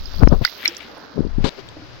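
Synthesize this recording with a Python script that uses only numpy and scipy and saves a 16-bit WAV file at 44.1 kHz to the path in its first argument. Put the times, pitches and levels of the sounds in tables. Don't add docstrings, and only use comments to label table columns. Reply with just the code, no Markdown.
import sys
import numpy as np
from scipy import signal
from scipy.fft import rfft, irfft
from scipy.io import wavfile
from scipy.ndimage import uniform_filter1d

SR = 44100
rng = np.random.default_rng(int(sys.argv[2]) if len(sys.argv) > 2 else 0)


def bounce(signal):
    frames = np.transpose(np.atleast_2d(signal))
    limited = np.clip(frames, -1, 1)
    pcm = np.round(limited * 32767).astype(np.int16)
    wavfile.write(sys.argv[1], SR, pcm)


N = 88200
T = np.arange(N) / SR

POP_RISE_S, POP_GLIDE_PER_S = 0.00037, 2.5


def amp(db):
    return 10 ** (np.asarray(db) / 20)


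def unit(x):
    return x / np.sqrt(np.mean(x ** 2) + 1e-20)


def level(rows, axis=1):
    rows = np.array(rows)
    return amp(np.interp(T, rows[:, 0], rows[:, axis]))


def colour(x, spectrum):
    hz, db = np.transpose(spectrum)
    bin_hz = np.fft.rfftfreq(N, 1 / SR)
    gain = amp(np.interp(np.log(bin_hz + 1), np.log(hz), db))
    return unit(irfft(rfft(x) * gain, N))


def noise(spectrum):
    return colour(rng.standard_normal(N), spectrum)


def clicks(per_s, spread_db):
    size_db = np.minimum(spread_db * rng.exponential(1, N), 15)
    happens = rng.random(N) < per_s / SR
    return happens * rng.choice([-1, 1], N) * amp(size_db)


def blend(smooth, grains, share):
    share = np.clip(share, 0, 1)
    return np.sqrt(1 - share) * unit(smooth) + np.sqrt(share) * unit(grains)


def add(mix, s, sound, pan_db):
    part = mix[:, round(s * SR):][:, :len(sound)]
    sides = amp([[min(pan_db, 0)], [min(-pan_db, 0)]])
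    part += sides * sound[..., :part.shape[1]]


def decay(t, t60):
    return np.exp(-np.log(1000) * t / t60)


def bubble(hz, t60, rise_s, glide):
    t = T[:int(t60 * SR * 2)]
    shape = (1 - np.exp(-(t / rise_s) ** 2)) * decay(t, t60)
    ring = np.sin(2 * np.pi * hz * (t + glide * t ** 2 / 2))
    return shape / shape.max() * ring


def trickle(shared=0.24):
    # time in seconds, left level in dB, right level in dB.
    trickle_curve = [(0, -46.5, -53), (.1, -46.5, -44.5), (.145, -44.5, -45.5), (.22, -41, -56),
                     (.45, -53, -55.5), (.57, -43, -44.5), (.68, -44, -42), (.77, -43.5, -47),
                     (.85, -42, -44), (.97, -42, -39), (1.08, -42.5, -41.5), (1.25, -46.5, -48),
                     (1.5, -45.5, -45), (1.7, -50, -47), (1.8, -47.5, -46), (1.88, -49.5, -48),
                     (2, -56, -45)]
    # pitch in Hz, relative level in dB.
    trickle_tone = [(20, -34), (70, 3.5), (130, -1.5), (230, 2), (600, 1), (1000, -2), (1500, -1.5),
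                    (1950, -5.5), (3000, -17), (8000, -42)]
    bubbles_per_s, fade_cycles, bubble_share = 260, 16.8, 0.5

    def stream(count=16):
        grains = np.zeros(N)
        for hz in np.linspace(280, 1700, count) * rng.uniform(0.92, 1.053, count):
            ring = bubble(hz, fade_cycles / hz, 1 / hz, 6.6) * np.sqrt(hz)
            grains += signal.oaconvolve(clicks(bubbles_per_s / count, 1.7), ring)[:N]
        return blend(noise(trickle_tone), colour(grains, trickle_tone), bubble_share)

    common = stream()
    return np.array([blend(stream(), common, shared) * level(trickle_curve, axis=c) for c in (1, 2)])


def crackle_noise():
    crackles_per_s, spread_db, click_share = 3400, 5.5, 0.9
    return blend(rng.standard_normal(N), clicks(crackles_per_s, spread_db), click_share)


def slosh(right_db=-14):
    # time in seconds, level on the left in dB.
    slosh_curve = [(0, -56), (.4, -57), (.445, -28), (.49, -51), (.54, -54.5), (.59, -38.5), (.665, -28.5),
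                   (.72, -37), (.785, -42.5), (.81, -35.5), (.88, -46), (1, -60), (1.17, -66), (1.38, -54),
                   (2, -74)]
    # pitch in Hz, relative level in dB.
    slosh_tone = [(300, -32), (1200, -4.5), (2000, 5), (3300, 4.5), (4500, -4), (6000, -15), (9000, -29),
                  (12000, -26), (16000, -51)]
    water = colour(crackle_noise(), slosh_tone) * level(slosh_curve)
    return np.array([water, amp(right_db) * water])


def fizz(left_db=-24, count=14):
    # time in seconds, level of the main crackle in dB, level of the treble before flicker in dB.
    fizz_curve = [(0, -42, -52), (.1, -40.5, -52), (.16, -39, -43.5), (.24, -44, -52), (.41, -47.5, -52),
                  (.465, -34.5, -35.5), (.53, -37.5, -45.5), (.6, -42.5, -43), (.66, -42, -39),
                  (.72, -45.5, -51), (.83, -46, -57), (1.05, -46.5, -61), (1.25, -50.5, -71.5),
                  (1.55, -54, -59.5), (1.78, -53.5, -69), (2, -52, -71)]
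    # pitch in Hz, relative level in dB.
    fizz_tone = [(400, -20), (1200, -1), (2100, -3.5), (2900, 0.5), (4000, 5), (4900, 6), (5800, -1.5),
                 (7000, -13.5), (9000, -67.5), (16000, -73)]
    # pitch in Hz, relative level in dB.
    treble_tone = [(6000, -52), (9000, -39), (10800, -19.5), (12000, -1), (14500, -5), (16000, 1)]
    prickles_per_s, prickle_db, prickle_t60, spread_db = 120, -7.5, 0.0082, 1.5
    flicker_db, flicker_s = 2.5, 0.0083

    crackle = crackle_noise()
    wobble = uniform_filter1d(rng.standard_normal(N), int(flicker_s * SR))
    flicker = amp(flicker_db * unit(wobble))
    prickle = np.zeros(N)
    for hz in np.linspace(1800, 6000, count):
        ring = bubble(hz, prickle_t60, POP_RISE_S, POP_GLIDE_PER_S)
        prickle += signal.oaconvolve(clicks(prickles_per_s / count, spread_db), ring)[:N]
    body = colour(crackle, fizz_tone) + amp(prickle_db) * colour(prickle, fizz_tone)
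    treble = colour(crackle, treble_tone) * level(fizz_curve, axis=2) * flicker
    foam = body * level(fizz_curve) + treble
    return np.array([amp(left_db) * foam, foam])


def rumble():
    # time in seconds, left level in dB, right level in dB.
    rumble_curve = [(0, -41, -41), (.008, -31, -21.5), (.05, -25.5, -43), (.13, -28.5, -53), (.2, -17, -53),
                    (.25, -5.5, -60), (.31, -10, -40), (.37, -11, -39), (.44, -25.5, -50), (.5, -65, -57),
                    (.77, -81, -62), (.81, -67, -54), (1.165, -82, -65), (1.22, -18, -41),
                    (1.34, -22.5, -58), (1.39, -14.5, -61), (1.47, -23.5, -62), (1.51, -61, -52),
                    (2, -64, -47)]
    # pitch in Hz, relative level in dB.
    rumble_tone = [(10, -3), (25, 16.5), (42, 0), (70, 6.5), (120, -15), (250, -16), (600, -70),
                   (2000, -76)]
    return np.array([noise(rumble_tone) * level(rumble_curve, axis=c) for c in (1, 2)])


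def gusts():
    # time of the peak in seconds, level in dB, rise in seconds, fall in seconds,
    # centre pitch in Hz, dullness in dB lost per octave above the centre.
    gust_rows = [(0.197, -19, 0.011, 0.011, 108, 11), (.212, -27.5, 0.022, 0.0071, 320, 4.5),
                 (0.23, -9.5, 0.0097, 0.01, 302, 2), (0.2746, -7.5, 0.0013, 0.0017, 910, 14.5),
                 (0.326, -9.5, 0.0089, 0.015, 285, 3), (.42, -19, 0.0078, 0.0075, 280, 2.5),
                 (1.177, -18.5, 0.013, 0.035, 257, 10), (1.236, -28, 0.006, 0.014, 248, 3),
                 (1.257, -24.5, 0.0079, 0.011, 240, 12.5), (1.392, -25, 0.0056, 0.03, 222, 6.5),
                 (1.451, -13, 0.0059, 0.012, 364, 4), (1.59, -27, 0.0079, 0.011, 390, 12)]
    # pitch as a multiple of the centre, relative level in dB.
    gust_tone = [(.1, -23), (.35, -23), (.6, -0.5), (1.1, -3), (1.9, -2), (3, -7.5), (4.5, -9), (7, -35),
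                 (14, -38), (36, -69)]
    left = np.zeros(N)
    for s, db, rise, fall, hz, dull_db in gust_rows:
        swell = np.exp(-np.maximum((s - T) / rise, (T - s) / fall))
        tone = [(hz * k, d - dull_db * max(np.log2(k), 0)) for k, d in gust_tone]
        left += amp(db) * swell * noise(tone)
    return np.array([left, np.zeros(N)])


def eddies():
    # time of the middle in seconds, level in dB, width scale in seconds.
    eddy_rows = [(0.2279, 2, 0.0013), (0.2351, 11.5, 0.0011), (0.2364, 8.5, 0.0027), (0.255, 2, 0.0072),
                 (0.275, 3.5, 0.00092), (0.3253, -1, 0.00084), (0.3326, -2.5, 0.0019),
                 (0.4156, -9.5, 0.0011), (0.424, -10, 0.0023), (1.181, -9, 0.00078), (1.1938, -8.5, 0.0012),
                 (1.2071, -3.5, 0.00093), (1.252, -11, 0.00086), (1.27, -16, 0.0008), (1.385, -6.5, 0.0011),
                 (1.3945, -15, 0.009), (1.407, -12.5, 0.0019), (1.446, -2.5, 0.0011)]
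    lean = 0.99
    left = np.zeros(N)
    for s, db, width in eddy_rows:
        u = (T - s) / width
        left += amp(db) * (1 + lean * u - u ** 2) * np.exp(-u ** 2 / 2)
    return np.array([left, np.zeros(N)])


def pops():
    # start in seconds, starting pitch in Hz, peak level of the ring in dB on its louder side,
    # time for the ring to fade 60 dB in seconds, left minus right in dB.
    pop_rows = [(.0568, 4920, -20, 0.019, -33.5), (.1461, 4700, -26.5, 0.015, -29),
                (.183, 4420, -24.5, 0.01, -27), (.1935, 4780, -24, .012, -29),
                (.2848, 5264, -22, 0.023, -31), (.4488, 1460, -8, 0.017, 4.5),
                (.4497, 4610, 3, 0.0038, -41), (.4516, 3750, -8.5, 0.0085, -34),
                (.4525, 1975, -6, 0.015, -9), (.4591, 4700, -17, 0.0075, -25),
                (.4627, 4480, -19, 0.017, -22), (.4662, 5100, -18, 0.02, -25),
                (.4762, 1990, -17.5, 0.014, -8), (.4848, 3850, -25, .01, -27), (.6311, 1830, -21, .012, 9),
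                (.6476, 2060, -21, .012, 13), (.6527, 2190, -14, 0.036, -5), (.6567, 2210, -4, 0.022, 14),
                (.6534, 5370, -19.5, .012, -12), (.6570, 4070, -7.5, 0.012, 1.5),
                (.6600, 2070, -24, 0.013, -5), (.6714, 2350, -18, 0.02, 5), (.6784, 5380, -2, .007, -15),
                (.7674, 5580, -16, 0.0047, -27), (.7678, 7380, -30, 0.008, -9),
                (.8061, 2280, -25.5, .014, 15), (1.6881, 3400, -24, 0.0037, 7)]
    # pitch in Hz, relative level in dB.
    spray_right = [(300, -22), (1200, -15), (3000, -6), (5000, 0), (6500, -9.5), (9000, -41), (12000, -15),
                   (16000, -14)]
    # pitch in Hz, relative level in dB.
    spray_left = [(300, -20), (1200, -4), (2500, -5), (4000, -1), (6000, -13), (9000, -28), (12000, -30),
                  (16000, -33)]
    spray_db, spray_t60 = -16, .016
    neighbour_db, neighbour_detune, neighbour_lag_s = -13, 0.18, .004

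    out, t = np.zeros((2, N)), T[:SR // 20]
    spray = np.array([noise(spray_left), noise(spray_right)])
    puff_shape = np.minimum(t / POP_RISE_S, 1) * decay(t, spray_t60)
    for s, hz, db, t60, pan_db in pop_rows:
        puff = np.roll(spray, -round(s * SR), axis=1)[:, :len(t)] * puff_shape
        add(out, s, amp(db) * bubble(hz, t60, POP_RISE_S, POP_GLIDE_PER_S), pan_db)
        add(out, s, amp(db + spray_db) * puff, pan_db)
        for lag, detune in rng.random(size=(3, 2)):
            near_hz = hz * (1 + neighbour_detune * (2 * detune - 1))
            ring = bubble(near_hz, t60 / 2, POP_RISE_S, POP_GLIDE_PER_S)
            add(out, s + lag * neighbour_lag_s, amp(db + neighbour_db) * ring, pan_db)
    return out


def spits():
    # start in seconds, pitch in Hz, level of the noise before shaping in dB on its louder side,
    # time to fade 60 dB in seconds, left minus right in dB.
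    spit_rows = [(.6268, 14600, -29, .006, -32), (0.651, 12500, -22.5, 0.0078, -17),
                 (0.6544, 14500, -29, 0.0045, -16), (0.778, 12100, -41, 0.024, -25),
                 (0.785, 10600, -34.5, 0.0069, -13), (0.98, 10200, -39.5, 0.0055, -10),
                 (1.689, 7040, -35, 0.0063, 12)]
    out, t = np.zeros((2, N)), T[:SR // 20]
    for s, hz, db, t60, pan_db in spit_rows:
        band = [(hz * 0.71, -40), (hz * 0.92, 0), (hz * 1.12, 0), (hz * 1.1, -40)]
        spit = noise(band)[:len(t)] * np.minimum(t / POP_RISE_S, 1) * decay(t, t60)
        add(out, s, amp(db) * spit, pan_db)
    return out


def gurgles():
    # start in seconds, starting pitch in Hz, peak level in dB on its louder side,
    # time to fade 60 dB in seconds, left minus right in dB.
    gurgle_rows = [(.682, 326, -31, 0.14, -3.5), (.712, 477.5, -38.5, 0.14, 1),
                   (.845, 223, -37.5, 0.27, -10), (1.766, 606, -32, 0.026, -2.5),
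                   (1.766, 300, -32, 0.065, -1), (1.791, 250, -40, .06, 0), (1.819, 291, -36.5, 0.14, 0)]
    rise_s, glide_per_s = 0.0022, 2
    out = np.zeros((2, N))
    for s, hz, db, t60, pan_db in gurgle_rows:
        add(out, s, amp(db) * bubble(hz, t60, rise_s, glide_per_s), pan_db)
    return out


def mud():
    port_delay_s, scatter_db, scatter_t60 = 0.00014, -11, 0.042
    out = pops() + spits() + gurgles()
    turn = np.exp(-2j * np.pi * np.fft.rfftfreq(N, 1 / SR) * port_delay_s)
    out[1] = irfft(rfft(out[1]) * turn, N)
    tail = rng.standard_normal((2, SR // 4)) * decay(T[:SR // 4], scatter_t60)
    tail = tail / np.linalg.norm(tail[0])
    return out + amp(scatter_db) * signal.fftconvolve(out, tail, axes=1)[:, :N]


def grit():
    # start in seconds, pitch in Hz, peak level in dB on its louder side,
    # time to fade 60 dB in seconds, left minus right in dB.
    tick_rows = [(0.142, 950, -21, 0.003, -8), (0.526, 1080, -22.5, 0.0032, 13),
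                 (0.7495, 4000, -20, 0.001, 17), (0.6783, 4200, -9.5, 0.0014, 4.5),
                 (0.885, 4460, -32, 0.0025, 10), (1.4427, 2500, -10, 0.0013, 33),
                 (1.4915, 3900, -11, 0.0037, 32)]
    out = np.zeros((2, N))
    for s, hz, db, t60, pan_db in tick_rows:
        add(out, s, amp(db) * bubble(hz, t60, .0001, 0), pan_db)
    return out


def hiss(right_db=-28):
    # time in seconds, level of the hiss on the left in dB.
    hiss_curve = [(0, -76), (1.37, -87.5), (1.42, -40), (1.51, -39.5), (1.56, -42.5), (1.595, -34.5),
                  (1.62, -44), (1.8, -43.5), (2, -43)]
    # pitch in Hz, relative level in dB.
    hiss_tone = [(30, 8), (130, -10), (250, 7), (600, 9), (1200, -1), (2200, 4), (3500, 0), (5000, 1.5),
                 (6500, -11.5), (9000, -36), (12500, -25), (16000, -66)]
    # pitch in Hz, relative level in dB.
    blast_tone = [(150, 11.5), (600, 5.5), (1200, -6), (2500, -4.5), (4000, 0), (5500, -10), (8500, -24.5),
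                  (10500, -38), (16000, -45)]
    blast_s, length_s, edge_s = 1.4442, .048, 0.0009
    blast_db, sag_db_per_s = -17.5, 97

    t = T - blast_s
    gate = np.clip(np.minimum(t, length_s - t) / edge_s + .5, 0, 1)
    burst = gate * amp(blast_db - sag_db_per_s * np.clip(t, 0, length_s))
    air = noise(hiss_tone) * level(hiss_curve) + noise(blast_tone) * burst
    return air * np.array([[1], [amp(right_db)]])


def drone(right_db=-7):
    # pitch in Hz, relative level in dB.
    drone_tone = [(30, -33), (70, -5.5), (100, -2), (135, 0), (175, -11), (400, -26), (2000, -60)]
    from_s, fade_s, left_db = 1.56, 0.041, -42.5
    sides = np.array([noise(drone_tone), amp(right_db) * noise(drone_tone)])
    return amp(left_db) * np.clip((T - from_s) / fade_s, 0, 1) * sides


def scene():
    water = trickle() + slosh() + fizz()
    wind = rumble() + gusts() + eddies()
    return water + wind + mud() + grit() + hiss() + drone()


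def record(dry):
    edge_hz = 16100
    low_pass = signal.firwin(401, edge_hz, window=("kaiser", 9), fs=SR)
    return signal.oaconvolve(np.clip(dry, -1, 1), low_pass[None], "same")


dry = scene()
out = record(dry)
bounce(out)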